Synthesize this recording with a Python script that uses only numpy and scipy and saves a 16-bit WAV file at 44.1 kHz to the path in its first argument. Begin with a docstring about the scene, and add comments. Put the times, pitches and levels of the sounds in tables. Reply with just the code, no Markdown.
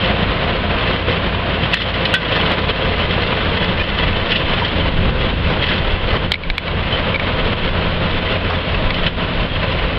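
"""Two diesels drone under the roar and rattle of sieve chains: a beet harvester and a tractor at work.
Shaken panels sing, stones knock on steel and beets thud into the trailer while the tractor's engine slows.
Wind buffets a small, dull microphone, and now and then the field sound dips briefly.
Later a swinging strap shades the microphone and its clip clicks against the housing.
A gain control ducks after the loudest peaks."""
import sys
import numpy as np
from scipy import signal
from scipy.fft import rfft, irfft, next_fast_len
from scipy.io import wavfile

SR = 44100
rng = np.random.default_rng(int(sys.argv[2]) if len(sys.argv) > 2 else 0)


def output_pcm(signal):
    """Save a mono or channel-first signal as 16-bit PCM at the path in sys.argv[1].

    Samples are clipped to [-1, 1] before scaling.
    """
    pcm = np.clip(np.atleast_2d(signal).T, -1, 1) * 32767
    wavfile.write(sys.argv[1], SR, np.round(pcm).astype(np.int16))


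N = 440118


def from_db(db):
    """Decibels to gain."""
    return 10 ** (np.asarray(db) / 20)


def unit_rms(x):
    """Scale to unit power."""
    return x / np.sqrt(np.mean(x ** 2) + 1e-20)


def automation(rows):
    """Each column of a timed table as a curve over every sample."""
    times, *columns = np.transpose(rows)
    return [np.interp(np.arange(N) / SR, times, column) for column in columns]


def hump(peak_s, length_s):
    """A smooth rise and fall of height 1."""
    return np.exp(-(2 * (np.arange(N) / SR - peak_s) / length_s) ** 2)


def drift(rate_hz):
    """Smooth random wander of rms 1."""
    hop, settle = 40, 2000
    r = np.exp(-2 * np.pi * rate_hz * hop / SR)
    noise = rng.standard_normal(N // hop + settle + 2)
    slow = signal.lfilter([1], [1, -2 * r, r * r], noise)[settle:]
    return np.interp(np.arange(N) / hop, np.arange(len(slow)), unit_rms(slow))


def ring(force, hz, t60_s):
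    """A struck mode: a unit click starts a dying sine of height 1."""
    r, w = np.exp(-np.log(1000) / (t60_s * SR)), 2 * np.pi * hz / SR
    return signal.lfilter([0, np.sin(w)], [1, -2 * r * np.cos(w), r * r], force + 1e-18)


def band(x, hz, width_hz):
    """Resonant band-pass with a peak gain of 1."""
    r, w = np.exp(-np.pi * width_hz / SR), 2 * np.pi * hz / SR
    return signal.lfilter(np.array([1, 0, -1]) * (1 - r * r) / 2, [1, -2 * r * np.cos(w), r * r], x)


def steep_band(x, hz, filter_width_hz):
    """The same band-pass twice: narrower, with steeper skirts."""
    return band(band(x, hz, filter_width_hz), hz, filter_width_hz)


def low_pass(x, hz, order):
    """Butterworth low-pass."""
    return signal.sosfilt(signal.butter(order, hz, fs=SR, output="sos"), x)


def coloured_noise(spectrum):
    """Noise of rms 1 with the given spectrum, falling away beyond its ends."""
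    hz, db = np.transpose(spectrum)
    size = next_fast_len(N)
    bins_hz = np.maximum(np.fft.rfftfreq(size, 1 / SR), 1)
    shape = from_db(np.interp(np.log(bins_hz), np.log(hz), db))
    skirts = np.minimum(bins_hz / hz[0], 1) * np.minimum(hz[-1] / bins_hz, 1) ** 2
    return unit_rms(irfft(rfft(rng.standard_normal(size)) * shape * skirts, size)[:N])


def burst(decay_s):
    """A quarter second holding a dying flurry of small contacts."""
    t = np.arange(SR // 4) / SR
    return rng.standard_normal(len(t)) * np.exp(-t / decay_s)


def unit_hit(sound, decay_s):
    """Give a hit the energy of a unit noise that dies with this time constant."""
    return sound * np.sqrt(decay_s * SR / 2 / np.sum(sound ** 2))


def add(out, start_s, sound):
    """Mix a sound in at a time."""
    at = int(start_s * SR)
    out[at:at + len(sound)] += sound[:N - at]


def diesel(firing_hz, harmonics, wander, rough):
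    """Exhaust note: harmonics of a wandering firing rate, each wavering in strength."""
    phase = 2 * np.pi * np.cumsum(firing_hz * (1 + wander * drift(3.41))) / SR
    exhaust = np.zeros(N)
    for multiple, db in harmonics:
        tone = np.sqrt(2) * np.sin(round(multiple) * phase + rng.uniform(0, 2 * np.pi))
        exhaust += from_db(db) * tone * (1 + rough * drift(6))
    return exhaust


# The tractor's throttle: time_s, firing_hz, gain_db
TRACTOR_THROTTLE = [(0, 55.2, -26), (1.2, 54.6, -27), (2.4, 53.3, -24.5), (3.4, 52.03, -29.5),
                    (4.5, 48, -40), (6, 42.84, -40), (8.6, 48.22, -33.5), (9.98, 46.9, -33)]
# The two exhaust timbres: firing_multiple, relative_db
HARVESTER_HARMONICS = [(1, -27.5), (2, -34), (3, -44.5), (5, -39), (6, -40.5)]
TRACTOR_HARMONICS = [(1, -1), (2, -7.5), (3, -11.5), (4, -18), (5, -17.5)]
def engines():
    """The harvester's diesel holds its speed; the tractor's slows and fades, then picks up a little."""
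    tractor_hz, tractor_db = automation(TRACTOR_THROTTLE)
    harvester = diesel(firing_hz=85.6, harmonics=HARVESTER_HARMONICS, wander=0.002, rough=0.19)
    tractor = diesel(tractor_hz, TRACTOR_HARMONICS, wander=0.005, rough=0.27)
    return harvester + from_db(tractor_db) * tractor


# The harvester's body tones: pitch_hz, width_hz, relative_db
FRAME_TONES = [(170.2, 18, -38.5), (201.3, 11, -35.5), (316, 63, -41), (427.2, 17, -41.5), (475, 15, -36),
               (497.7, 4.3, -47), (527.6, 14, -34.5), (568, 13, -39.5), (637.3, 46, -35.5),
               (708, 4.3, -48.5), (1000.5, 72, -35.5), (1500, 19, -44)]
def frame_drone(gain_db):
    """Panels and gear cases, shaken all the time, sing in narrow bands."""
    return sum(from_db(db + gain_db) * unit_rms(steep_band(rng.standard_normal(N), hz, 1.5 * width_hz))
               for hz, width_hz, db in FRAME_TONES)


# The ring of chain rods and steel guides: pitch_hz, relative_db, t60_s
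STEEL_MODES = [(1130, -9.5, 0.032), (1508, -4.5, 0.021), (1790, -3.5, 0.029), (2030, 0, 0.026),
               (1990, -0.5, 0.017), (2640, -7.5, 0.072), (2575, -8.5, 0.034), (2727, -4, 0.035),
               (3003, -1.5, 0.038), (3232, -7, 0.041), (3440, -2, 0.024), (3600, -2.5, 0.011),
               (4150, -6, 0.022), (4430, -13, 0.0089)]
def rattle(hits_per_s, spread_db, clump_db, clack_db):
    """Rods and grit hit the guides in clumps; each contact strikes the modes with new strengths."""
    hits = rng.random(N) < hits_per_s / SR
    clicks = hits * from_db(spread_db * np.minimum(rng.exponential(1, N), 4) + clump_db * drift(22))
    rings = sum(from_db(db) * ring(clicks * rng.standard_normal(N), hz, t60_s)
                for hz, db, t60_s in STEEL_MODES)
    clack = band(clicks * rng.choice([-1, 1], N), hz=3300, width_hz=2600)
    return unit_rms(unit_rms(rings) + from_db(clack_db) * unit_rms(clack))


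def chinks(hits_per_s, gain_db, t60_s):
    """Loose chain rods ring out clearly at random moments."""
    pitches_hz = rng.normal(3020, 200, size=14)
    strikes = rng.random((len(pitches_hz), N)) < hits_per_s / len(pitches_hz) / SR
    return from_db(gain_db) * sum(ring(force, hz, t60_s) for force, hz in zip(strikes, pitches_hz))


# Fader moves as the load on the chains changes: time_s, roar_gain_db, rattle_gain_db
CHAIN_LOAD = [(0, -22, -32.5), (1.4, -22.5, -36), (1.9, -22, -26.5), (2.4, -19, -25.5), (2.8, -23.5, -28),
              (3.5, -22, -27), (4.0, -23.5, -26), (4.6, -22.5, -28.5), (5.2, -24.5, -30.5),
              (6.1, -23.5, -30.5), (7.0, -23, -32.5), (7.8, -23, -32.5), (8.5, -24.5, -30.5),
              (9.1, -24.5, -32.5), (9.98, -24.5, -31)]
# The colour of the roar: frequency_hz, relative_db
ROAR_SPECTRUM = [(45, -19.5), (100, 5), (170, 3), (280, -2.5), (370, -2.5), (550, -2), (780, -5.5),
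                 (1200, -4.5), (2000, -7), (3100, -5.5), (4200, -14), (6000, -29.5)]
# Stony soil crosses the sieves and swells the rattle: peak_s, gain_db
SOIL_SURGES = [(0.02, -19), (0.8, -27.5), (0.93, -24), (1.12, -26), (1.79, -17), (2.359, -20.5),
               (4.34, -20.5), (4.63, -21.5), (5.68, -19.5), (6.15, -28), (6.93, -25.5), (7.66, -26),
               (9.66, -27)]
def chains(roar_trim_db, rattle_trim_db, throb_db, sway_db):
    """Sieve and elevator chains roar and jangle; their shaking makes the machine throb unevenly."""
    roar_db, rattle_db = automation(CHAIN_LOAD)
    roar = from_db(roar_db + roar_trim_db) * (coloured_noise(ROAR_SPECTRUM) + frame_drone(gain_db=21))
    jangle = rattle(hits_per_s=2000, spread_db=5, clump_db=2, clack_db=-7)
    jangle += chinks(hits_per_s=22, gain_db=1.5, t60_s=0.19)
    load = from_db(rattle_db + rattle_trim_db + sway_db * drift(12))
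    surges = sum(from_db(db) * hump(peak_s, length_s=0.14) for peak_s, db in SOIL_SURGES)
    return from_db(throb_db * drift(17)) * (roar + np.hypot(load, surges) * jangle)


# Narrow drones that come and go: peak_s, length_s, pitch_hz, filter_width_hz, level_db
DRONE_SWELLS = [(0.6, 5.4, 703, 12, -33.5), (0.996, 2.5, 359, 28, -39), (2.949, 1.4, 447, 64, -33),
                (5.298, 2.8, 348, 110, -35.5), (9.2, 4.0, 260.5, 10, -39.5), (6.0, 9, 171.6, 4, -35.5),
                (8.4, 3.6, 626, 40, -38)]
def swelling_drones():
    """Ringing panels and the harvester engine's second harmonic swell and fade as narrow drones."""
    out = np.zeros(N)
    for peak_s, length_s, hz, filter_width_hz, db in DRONE_SWELLS:
        drone = unit_rms(steep_band(rng.standard_normal(N), hz, filter_width_hz))
        out += from_db(db) * hump(peak_s, length_s) * drone
    return out


# The bed of breeze, with one lull: time_s, gain_db
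BREEZE_BED = [(0, -39.5), (0.9, -36), (1.9, -52), (2.9, -36.5), (4.5, -34), (7.0, -34.5), (9.98, -33)]
# Gusts on top of it: peak_s, length_s, swell_gain_db, buffet_gain_db
WIND_GUSTS = [(0.25, 0.13, -31, -38), (0.62, 0.12, -32, -30), (2.88, .18, -33, -37), (4.02, 0.27, -28, -32),
              (4.982, 0.33, -21.5, -19.5), (5.4, .35, -32, -25), (5.95, 0.19, -18, -31.5),
              (6.207, 0.29, -25, -24.5), (6.49, 0.083, -11, -26), (6.794, .22, -30, -27),
              (7.449, .14, -23, -43), (7.71, 0.23, -24.5, -30), (8.105, .17, -25, -40),
              (8.847, 0.095, -17, -35.5), (9.01, 0.21, -26, -31), (9.39, 0.2, -24.5, -33),
              (9.865, 0.095, -21.5, -33)]
# The colours of the sub-bass swell and the bassy buffeting: frequency_hz, relative_db
SWELL_SPECTRUM = [(8, -14.5), (16, 2), (30, -0.5), (45, -3), (70, -20), (150, -34)]
BUFFET_SPECTRUM = [(20, -18.5), (45, -2), (70, -3.5), (110, -6.5), (200, -13.5), (500, -27.5)]
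def wind(swell_trim_db, buffet_trim_db, breeze_swell_db, lump_db):
    """Breeze and gusts push slowly on the diaphragm and flutter in lumps at the port."""
    breeze = from_db(automation(BREEZE_BED)[0])
    swell, buffet = breeze * from_db(breeze_swell_db), breeze
    for peak_s, length_s, swell_db, buffet_db in WIND_GUSTS:
        gust = hump(peak_s, length_s)
        swell = np.hypot(swell, from_db(swell_db) * gust)
        buffet = np.hypot(buffet, from_db(buffet_db) * gust)
    swell *= from_db(swell_trim_db)
    buffet *= from_db(buffet_trim_db + lump_db * drift(7.5))
    return swell * coloured_noise(SWELL_SPECTRUM) + buffet * coloured_noise(BUFFET_SPECTRUM)


# Brief dips in the machines and the wind: start_s, depth_db
LEVEL_DIPS = [(0.512, 2.5), (0.96, 6), (1.28, 2.5), (2.71, 4.5), (3.822, 5.5), (4.275, 2.5), (4.66, 4),
              (4.891, 6), (5.342, 5), (5.96, 5), (6.17, 5), (6.265, 4.5), (7.159, 5.5), (7.535, 4),
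              (7.677, 4), (9.08, 6.5), (9.456, 5)]
def dips(fall_s, recovery_db_per_s):
    """A gain that drops quickly at each dip and climbs back at a steady rate."""
    loss_db = np.zeros(N)
    for start_s, depth_db in LEVEL_DIPS:
        corners_s = start_s + np.cumsum([0, fall_s, abs(depth_db) / recovery_db_per_s])
        loss_db += np.interp(np.arange(N) / SR, corners_s, [0, depth_db, 0])
    return from_db(-loss_db)


# Bright hits of stone on steel: start_s, clatter_db, pitch_hz, ring_db
STONE_HITS = [(1.632, -19, 3110, -18), (1.733, -8, 2645, -9), (1.741, -11, 1817, -10),
              (1.7501, -15, 2950, -17), (1.767, -21, 3600, -17), (1.817, -11.5, 2860, -32),
              (1.940, -18, 2010, -22), (2.053, -11.5, 3020, -20), (2.139, -9.5, 1518, -5),
              (2.144, -6.5, 1916, -7.5), (2.15, -6.5, 3420, -8), (2.160, -15, 1534, -6),
              (2.323, -16, 3255, -22), (2.411, -16.5, 3020, -13), (2.693, -17.5, 3535, -29),
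              (3.797, -22, 2470, -16.5), (3.81, -20, 1750, -21), (4.319, -14, 2805, -17),
              (4.357, -11, 2950, -14), (4.534, -16.5, 3420, -27), (4.618, -30, 957, -15),
              (4.648, -16.5, 3270, -21), (5.688, -16.5, 1700, -19), (6.923, -26, 3080, -16),
              (8.942, -19, 3000, -23), (9.064, -12.5, 3050, -14)]
def stone_knocks(clatter_decay_s, ring_decay_s, steel_db):
    """A stone clatters on a steel part, which rings at its own pitch; rods and guides ring along."""
    clatter, tones = np.zeros(N), np.zeros(N)
    for start_s, clatter_db, hz, ring_db in STONE_HITS:
        crack = steep_band(burst(clatter_decay_s), hz=3000, filter_width_hz=2100)
        tone = ring(burst(clatter_decay_s / 2), hz, t60_s=ring_decay_s * np.log(1000))
        add(clatter, start_s, from_db(clatter_db) * unit_hit(crack, clatter_decay_s))
        add(tones, start_s, from_db(ring_db) * unit_hit(tone, ring_decay_s))
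    steel = sum(from_db(db) * ring(clatter, hz, t60_s) for hz, db, t60_s in STEEL_MODES)
    return clatter + tones + from_db(steel_db) * steel


# Beets landing on the load and the trailer wall: start_s, force_db
BEET_FALLS = [(1.661, -23.5), (2.85, -22.5), (4.61, -25.5), (5.50, -20), (6.13, -20), (8.50, -19)]
def beet_thuds(decay_s, body_hz, width_hz):
    """A few soft beets tumble down together with a dull drumming."""
    force = np.zeros(N)
    for start_s, db in BEET_FALLS:
        add(force, start_s, from_db(db) * burst(decay_s))
    return 5 * band(force, body_hz, width_hz)


# One swing of the strap: peak_s, length_s, loss_db
STRAP_SWING = (6.53, 0.46, 6.4)
def strap_shade():
    """A gain that sags smoothly as the swinging strap shades the microphone."""
    peak_s, length_s, loss_db = STRAP_SWING
    return from_db(-loss_db * hump(peak_s, length_s))


# Close, hard clicks of the strap clip: start_s, relative_db, upper_modes_db
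CLIP_HITS = [(6.3182, -3.5, 12.5), (6.337, -6, 5), (6.341, 4, -2), (6.354, -2, -10), (6.435, -6, -3),
             (6.5, 0.5, 0), (6.5803, 0.5, 0.5), (6.679, -5.5, -3), (7.144, -2, -8), (7.158, -1.5, -7),
             (7.196, -0.5, -12), (8.905, -3, -1)]
# The short ring of the plastic housing: pitch_hz, relative_db, t60_s
HOUSING_MODES = [(2254, -7.5, 0.021), (3015, -14, 0.01), (3840, -2.5, 0.0033), (4970, -14.5, 0.0026)]
def clip_taps(scuff_decay_s, gain_db):
    out = np.zeros(N)
    for start_s, tap_db, upper_db in CLIP_HITS:
        for k, (hz, mode_db, t60_s) in enumerate(HOUSING_MODES):
            mode = unit_hit(ring(burst(scuff_decay_s), hz, t60_s), decay_s=t60_s / np.log(1000))
            add(out, start_s, from_db(gain_db + tap_db + mode_db + upper_db * (k > 0)) * mode)
    return out


def scene():
    """The mono mix: a bed of machines and wind that dips, with stones, beets and clip on top."""
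    machines = engines()
    machines += chains(roar_trim_db=2.55, rattle_trim_db=1, throb_db=1.45, sway_db=1)
    machines += swelling_drones()
    stones = stone_knocks(clatter_decay_s=0.011, ring_decay_s=0.012, steel_db=-38.5)
    beets = beet_thuds(decay_s=0.04, body_hz=754, width_hz=700)
    air = wind(swell_trim_db=2, buffet_trim_db=7, breeze_swell_db=5, lump_db=1.5)
    bed = dips(fall_s=0.008, recovery_db_per_s=49) * strap_shade() * (machines + air)
    clip = clip_taps(scuff_decay_s=0.0029, gain_db=-0.5)
    return (bed + stones + beets + clip)[None]


def gain_control(x, threshold_db, release_db_per_s, attack_s):
    """Peaks over the threshold pull the gain down quickly; it creeps back afterwards."""
    over_db = np.maximum(20 * np.log10(np.abs(x) + 1e-9) - threshold_db, 0)
    creep_db = release_db_per_s * np.arange(N) / SR
    held_db = np.maximum.accumulate(over_db + creep_db, axis=-1) - creep_db
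    r = np.exp(-1 / (attack_s * SR))
    return x * from_db(-signal.lfilter([1 - r], [1, -r], held_db))


def overload(x, ceiling):
    """Peaks flatten against a ceiling."""
    return x / (1 + (x / ceiling) ** 20) ** (1 / 20)


def record(dry):
    """A dull speech-band microphone, then gain control, overload and a steep top cut."""
    dull = low_pass(dry, hz=4060, order=4)
    speech_band = low_pass(dull, hz=5440, order=16)
    levelled = gain_control(speech_band, threshold_db=-5, release_db_per_s=36, attack_s=0.0049)
    return low_pass(overload(levelled, ceiling=0.74), hz=15850, order=16)


dry = scene()
out = record(dry)
output_pcm(out)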